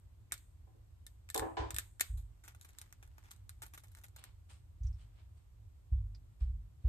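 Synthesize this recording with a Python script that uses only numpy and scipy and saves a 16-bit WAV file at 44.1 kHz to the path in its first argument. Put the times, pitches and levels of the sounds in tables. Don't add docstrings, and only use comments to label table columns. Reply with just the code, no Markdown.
import sys
import numpy as np
from scipy import signal
from scipy.fft import rfft, irfft
from scipy.io import wavfile

SR = 44100
rng = np.random.default_rng(int(sys.argv[2]) if len(sys.argv) > 2 else 0)


def digitize_waveform(pressure):
    field = np.atleast_2d(pressure).T
    bounded = np.clip(field, -1, 1)
    quanta = np.round(bounded * 32767).astype(np.int16)
    wavfile.write(sys.argv[1], SR, quanta)


N = 303408
TIME = np.arange(N) / SR

# start_s, energy_db, body_against_treble_db, crumbling_s
SNAPS = [(0.3213, -11.5, -2, .0008), (0.327, -20, -1, .0015), (0.3402, -23.5, -2, .0018),
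         (0.378, -36, -20, 0.00092), (1.0659, -26, -16.5, 0.00086), (1.2896, -30.5, 7, 0.00054),
         (1.301, -20.5, -9, 0.00045), (1.3443, -14, -4, 0.00083), (1.3469, -14, -8.5, 0.00017),
         (1.3614, -16, -13, .0006), (1.3775, -11.5, -10, 0.00081), (1.395, -14.5, 0, 0.00035),
         (1.7061, -18.5, -1, 0.0017), (1.7449, -21, -7, 0.00015), (1.764, -15.5, -2.5, 0.00085),
         (1.7848, -9, -2.5, 0.0018), (1.7952, -21.5, -13.5, 0.0015), (1.9971, -20, 1, .0014),
         (2.007, -11.5, -3, .001), (2.0097, -4, -2, 0.00092), (2.483, -30, 1, .0004),
         (2.612, -31.5, -7, 0.00057), (2.786, -24.5, -9.5, 0.00053), (2.815, -25.5, -4, 0.0031),
         (2.926, -31, 2, 0.00026), (3.3141, -28, -6.5, 0.0018), (3.4933, -25, -4, 0.00055),
         (3.883, -42.5, -18, .0005), (3.95, -33.5, -1, 0.0009), (4.2396, -26.5, -2.5, 0.00029)]
# start_s, energy_db, body_against_treble_db, crumbling_s
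CRUNCHES = [(2.173, -32, -10, 0.019), (2.437, -27.5, -3, 0.044), (2.487, -34, 11, 0.0087),
            (2.547, -35.5, -1, 0.0021), (2.62, -36, -15, 0.011), (2.646, -30.5, -7, .009),
            (2.688, -36.5, -4, 0.0055), (3.027, -32.5, 2.5, 0.012), (3.181, -33, 5, 0.0013),
            (3.238, -37, 5, 0.04), (3.307, -29, -11, 0.0072), (3.619, -21.5, -7, 0.0066),
            (3.633, -27, 5, 0.0044), (3.663, -32, -7, 0.0022), (3.735, -26, -1.5, 0.013),
            (3.776, -27, -4.5, 0.005), (3.836, -33, -4, 0.01), (3.916, -40.5, -14, .01),
            (3.966, -33.5, -3, 0.048), (4.037, -27.5, -5, 0.0059), (4.162, -29, -9, .004)]
# pitch_hz, width_hz, level_db
SHELL = [(290.2, 100, -16), (1018.5, 260, -4), (1637, 490, 3), (2375, 3000, -6), (3930, 600, -3.5),
         (5740, 1900, -5.5), (7200, 1100, -6), (8590, 890, -2), (9820, 550, -1), (11300, 1100, 0),
         (11840, 750, -5), (13500, 320, -4.5)]
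# pitch_hz, width_hz, level_db
HOLLOW = [(300, 79, -4.5), (886, 122, 1)]


def from_db(db):
    return 10 ** (np.asarray(db) / 20)


def unit(x):
    return x / np.sqrt(np.sum(x ** 2, axis=-1, keepdims=True) + 1e-20)


def at_hz(points, hz):
    table_hz, value = np.transpose(points)
    return np.interp(np.log(np.maximum(hz, 1)), np.log(table_hz), value)


def add(out, s, sound):
    i = round(s * SR)
    out[..., i:i + sound.shape[-1]] += sound[..., :N - i]


def butter(x, hz, kind, order=2):
    hz = np.minimum(hz, SR / 2 - 1)
    return signal.sosfilt(signal.butter(order, hz, kind, fs=SR, output="sos"), x)


def convolve(x, response):
    return signal.fftconvolve(np.atleast_2d(x), response, axes=-1)[:, :N]


def noise(spectrum, side_db=0, size=N):
    white = rfft(rng.standard_normal((2, size)))
    hz = np.arange(size // 2 + 1) * SR / size
    mid, side = irfft(white * from_db(at_hz(spectrum, hz)), size)
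    return unit(mid + from_db(side_db) * side * [[1], [-1]]) * np.sqrt(size)


def wander(hz):
    drift = butter(rng.standard_normal(N + SR), hz, "low")
    return unit(drift[SR:]) * np.sqrt(N)


def ring(modes, t):
    return sum(from_db(db - 60 * t / t60) * np.sin(2 * np.pi * hz * t) for hz, db, t60 in modes)


def fracture(length, per_s, first, spread_db, size=4096):
    happens = rng.random(size) < per_s / SR
    signs = rng.choice([-1, 1], size)
    grains = happens * signs * from_db(spread_db * rng.standard_normal(size))
    force = unit(grains * np.exp(-TIME[:size] / max(length, 1e-4)))
    force[0] += first
    return unit(force)


def rub(strokes, colour, grain_db, grain_hz):
    swell_db, release_db_per_s = 22.5, 197
    grains = unit(noise(colour) * from_db(grain_db * wander(grain_hz))) * np.sqrt(N)
    out = 0
    for s, db, swell_s, top_hz in strokes:
        below_peak = np.maximum(swell_db * (s - TIME) / swell_s, release_db_per_s * (TIME - s))
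        out = out + from_db(db - np.minimum(below_peak, 100)) * butter(grains, top_hz, "low")
    return out


def shell(events, modes, per_s, first, spread_db, body_db, crack_db=-5, detune=0.03, vary_db=0.8, lag_s=.0002):
    out = np.zeros((2, N))
    low = np.array(modes)[:, 0] < 3000
    for s, db, body, length in events:
        force = fracture(length, per_s, first, spread_db)
        rings = []
        for k, (hz, width, level) in enumerate(modes):
            radius = np.exp(-np.pi * width / SR)
            angle = 2 * np.pi * hz * (1 + detune * rng.standard_normal()) / SR
            gain = from_db(level + vary_db * rng.standard_normal()) * (1 - radius ** 2) / 2
            resonator = [1, -2 * radius * np.cos(angle), radius ** 2]
            rings.append((-1) ** k * gain * signal.lfilter([1, 0, -1], resonator, force))
        rings = np.array(rings)
        crack = from_db(crack_db) * unit(butter(force, [3000, 14000], "band"))
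        treble = unit(unit(rings[~low].sum(0)) + crack)
        low_ring = from_db(body + body_db) * unit(rings[low].sum(0))
        sound = from_db(db) * unit(low_ring + treble)
        add(out[0], s, sound)
        add(out[1], s + lag_s * (.5 + rng.random()), sound)
    return out


def crumbs(count=3, length_s=0.0013):
    late_s, level_db, vary_db = .022, -13, 2.5
    chips = []
    for s, db, body, _ in CRUNCHES:
        for _ in range(count):
            chip_s = s + late_s * rng.exponential()
            chip_db = db + level_db + vary_db * rng.standard_normal()
            chips.append((chip_s, chip_db, body, length_s))
    return shell(chips, HOLLOW + SHELL, per_s=2900, first=0.55, spread_db=12.5, body_db=-4)


def blades(vary_db=2):
    # pitch_hz, level_db, t60_s
    steel_modes = [(1780, -1, 0.033), (2128, -10.5, 0.0463), (3630, 2, 0.032), (7630, -1, 0.026),
                   (7970, 0.5, .04)]
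    cut_through_s = 2.1
    against_snap_db, most_db = -6.5, -16.5
    out, t = np.zeros((2, N)), TIME[:SR // 10]
    for s, db, _, _ in SNAPS:
        if s < cut_through_s:
            ring_db = min(db + against_snap_db, most_db)
            for port in out:
                modes = [(hz, level + vary_db * rng.standard_normal(), t60) for hz, level, t60 in steel_modes]
                add(port, s + 0.00036 * rng.random(), from_db(ring_db) * unit(ring(modes, t)))
    return out


def ticks(level_db=0, t60=0.0056):
    # start_s, level_db, pitch_hz, length_s
    touches = [(0.312, -34.5, 2300, 0.0052), (4.834, -42, 6250, 0.0095), (4.867, -37.5, 5750, 0.012),
               (4.928, -46, 5300, 0.015), (4.494, -44, 2850, 0.031), (4.995, -44.5, 3120, 0.056),
               (5.958, -54, 3490, 0.043), (6.148, -36.5, 4680, 0.0094)]
    out = np.zeros(N)
    for s, db, hz, length in touches:
        touch = fracture(length, per_s=4100, first=0.37, spread_db=7)
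        high_ring = ring([(hz, 0, t60)], TIME[:len(touch)])
        add(out, s, from_db(db + level_db) * unit(signal.fftconvolve(touch, high_ring)))
    return out


def nearby(x, scatter_db, scatter_s):
    t = TIME[:2048]
    response = from_db(scatter_db) * unit(rng.standard_normal((2, len(t))) * np.exp(-t / scatter_s))
    response[:, 0] += 1
    return convolve(x, unit(response))


def scrape(level_db=-2):
    # peak_s, level_db, swell_s, cutoff_hz
    slides = [(2.86, -69, .7, 14060), (3.33, -68, 0.33, 13860), (4, -76.5, .8, 14000)]
    # frequency_hz, density_db
    steel_colour = [(350, -39.5), (600, -16), (856, 1.5), (2000, -2), (4060, -10), (9000, -12),
                    (14000, -16.5)]
    return from_db(level_db) * rub(slides, steel_colour, grain_db=5, grain_hz=352.4)


def radiated(events, body_db=2, split_hz=3000):
    out, click = np.zeros(N), signal.unit_impulse(256)
    low = unit(butter(click, split_hz, "low"))
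    high = unit(butter(click, split_hz, "high"))
    for s, db, body, _ in events:
        add(out, s, from_db(db) * unit(from_db(body + body_db) * low - high))
    return out


def kitchen(x, build_s=0.0013):
    # frequency_hz, t60_s, level_db
    room_bands = [(198.2, .13, -3.5), (894, .26, -6), (1897, .26, 1), (2820, 0.23, -3.5), (3556, 0.25, 1),
                  (5614, 0.17, 1), (8200, 0.56, -2.5), (11000, 0.4, -3.5), (12600, .32, -1.5),
                  (16000, 0.083, -15.5)]
    t, response = TIME[:SR // 2], 0
    hz, t60, db = np.transpose(room_bands)
    white = rfft(rng.standard_normal((2, len(t))))
    bins = np.fft.rfftfreq(len(t), 1 / SR)
    for k, share in enumerate(np.eye(len(hz))):
        band = irfft(white * np.interp(bins, hz, share), len(t))
        response += band * from_db(db[k] - 60 * t / t60[k])
    return convolve(x, unit(response * (1 - np.exp(-t / build_s))))


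def clatter(level_db=18, modes_db=0, low_hz=235, scuff_db=-20, dense_t60=0.4, clean_s=0.011):
    # start_s, level_db, contact_cutoff_hz, rattle_s
    knocks = [(0.67, -69.5, 800, 0.0073), (0.747, -66.5, 350, 0.0046), (1.353, -36, 1000, 0.0023),
              (1.375, -41.5, 900, 0.0011), (1.420, -34.5, 1100, 0.0033), (1.444, -44, 650, 0.016),
              (1.569, -32, 3515, 0.011), (1.594, -48, 1500, 0.024), (1.617, -44, 497, 0.0046),
              (1.648, -54, 1110, 0.0079), (6.844, -54.5, 400, 0.032)]
    # pitch_hz, level_db, t60_s
    wood_modes = [(283, -12, 0.2), (332.2, 3, 0.31), (401.4, -1, 0.1), (452.4, -3.5, 0.26), (565, -1, 0.11),
                  (625, -43.5, 0.14), (723.4, -2, 0.17), (759, -2.5, 0.17), (857, -5, 0.41),
                  (994, -2, 0.19), (1036, -3.5, 0.31), (1468, -10, 0.27), (1720, -10, 0.29),
                  (2300, -28.5, .2)]
    # frequency_hz, density_db
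    wood_colour = [(88, -53.5), (150, -5.5), (207, -24.5), (327, -5), (380, -16), (1000, -10),
                   (1210, -17.5), (1700, -17), (1980, -22), (8390, -28.5), (14000, -51)]
    force, t = np.zeros((2, N)), TIME[:SR // 2]
    for s, db, contact_hz, length in knocks:
        blows = np.array([fracture(length, per_s=3000, first=clean_s / length, spread_db=3.0) for _ in range(2)])
        scuff = from_db(scuff_db) * butter(blows, 10000, "high")
        add(force, s, from_db(db) * (unit(butter(blows, contact_hz, "low")) + scuff))
    dense = unit(noise(wood_colour, size=len(t)) * from_db(-60 * t / dense_t60))
    modes = sum(ring([mode], np.maximum(t - rng.uniform(0, 0.00457, (2, 1)), 0)) for mode in wood_modes)
    response = dense + from_db(modes_db) * unit(modes)
    return from_db(level_db) * butter(convolve(force, response), low_hz, "high", order=3)


def thumps(level_db=1, shudder_db=-33, shudder_s=0.21, low_hz=42, high_hz=115):
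    # start_s, level_db, push_length_s, second_push_after_s, second_push_relative_db
    push_pairs = [(1.385, -49.5, .005, .02, -10), (1.592, -43, 0.0015, 0.14, -4),
                  (2.087, -39, .012, 0.038, 3.5), (4.8, -40.5, 0.0092, .037, 7.5),
                  (5.912, -29.5, 0.01, 0.081, -9), (6.404, -28.5, 0.015, .079, -5.5),
                  (6.838, -29.5, 0.0095, 0.039, -7)]
    # pitch_hz, level_db, t60_s
    table_modes = [(48.35, -2, 0.58), (67, 8.5, 0.32), (88, 5.5, 0.039), (99.3, -0.5, 0.53),
                   (127.6, -11, 0.21)]
    # frequency_hz, density_db
    shudder_colour = [(76, -33.5), (130, 2.5), (170, -13), (280, -22), (453, -39), (1500, -60),
                      (2000, -100)]
    force, shake, t = np.zeros(N), np.zeros(N), TIME[:SR // 2]
    for start, first_db, length, again_s, again_db in push_pairs:
        push = np.sin(np.pi * np.minimum(t / length, 1)) ** 2
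        tremble = (1 - np.exp(-t / length)) * np.exp(-t / shudder_s)
        for s, db in (start, first_db), (start + again_s, first_db + again_db):
            s = min(s, TIME[-1])
            add(force, s, from_db(db) * push / push.sum())
            add(shake, s, from_db(db) * tremble)
    boom = butter(convolve(force, ring(table_modes, t)[None]), [low_hz, high_hz], "band", order=3)
    shudder = shake * noise(shudder_colour, side_db=-4.5)
    return from_db(level_db) * boom + from_db(shudder_db) * shudder


def sleeve(level_db=0):
    # peak_s, level_db, swell_s, cutoff_hz
    sleeve_strokes = [(4.19, -59, 0.042, 4570), (4.245, -64.5, 0.031, 5000), (4.5, -59.5, 0.013, 11730),
                      (4.85, -73, 0.038, 12070), (5.02, -70.5, 0.11, 8100), (5.2, -68, 0.11, 4080),
                      (5.38, -76.5, 0.043, 11060), (6.41, -65, .015, 6010), (6.86, -70.5, 0.054, 5990)]
    # frequency_hz, density_db
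    cloth_colour = [(290, -6.5), (500, -9.5), (800, -4), (1880, -6.5), (2640, -5.5), (4200, -7.5),
                    (6570, -13), (9000, -4.5), (15000, -28)]
    return from_db(level_db) * rub(sleeve_strokes, cloth_colour, grain_db=2.0, grain_hz=307)


def background(low_hz=32):
    # frequency_hz, density_db
    rumble_colour = [(12, -46.5), (20, -17.5), (43, -3.5), (65, 1), (108, -2), (121, -11.5), (130, -27),
                     (151, -25), (200, -29), (250, -39), (400, -79.5)]
    # frequency_hz, density_db
    air_colour = [(88, -26.5), (150, 3.5), (162, -16.5), (303, -10), (447, -17.5), (1010, -19.5),
                  (1650, -26), (3400, -28.5), (5220, -32), (11500, -30), (14000, -36.5), (15200, -50)]
    rumble_db = -57 + 1 * wander(5.7)
    rumble = from_db(rumble_db) * noise(rumble_colour, side_db=-14)
    hiss = from_db(-74) * noise(air_colour, side_db=0.5)
    return butter(rumble, low_hz, "high") + hiss


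def scene():
    snaps = shell(SNAPS, SHELL, per_s=6700, first=2.4, spread_db=9, body_db=-2.5, lag_s=.00023)
    crunch = shell(CRUNCHES, HOLLOW + SHELL, per_s=3100, first=0.12, spread_db=8.0, body_db=3.0, lag_s=.00023)
    close = from_db(1.5) * snaps + from_db(1.0) * crunch + blades() + crumbs() + ticks()
    direct = nearby(close, scatter_db=-2.0, scatter_s=0.0076)
    walls = from_db(-14.5) * kitchen(radiated(SNAPS) + radiated(CRUNCHES))
    table = (thumps() + background()) * from_db([[-.5], [.5]])
    return direct + walls + scrape() + clatter() + table + sleeve()


def record(dry):
    # frequency_hz, share (clipped to 0-1)
    port_ripple = [(3000, 0), (5500, 0.1), (6500, .4), (7700, 1), (15000, .95)]
    port_delay_s, cutoff_hz = 0.0001915, 15600
    hz = np.fft.rfftfreq(N, 1 / SR)
    opposed = np.clip(at_hz(port_ripple, hz), 0, 1) * np.cos(2 * np.pi * hz * port_delay_s)
    left, right = rfft(dry)
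    mid = (left + right) / 2 * np.sqrt(1 - opposed)
    side = (left - right) / 2 * np.sqrt(1 + opposed)
    steep = signal.ellip(10, .5, 80, cutoff_hz, fs=SR, output="sos")
    return signal.sosfilt(steep, irfft([mid + side, mid - side], N))


dry = scene()
out = record(dry)
digitize_waveform(out)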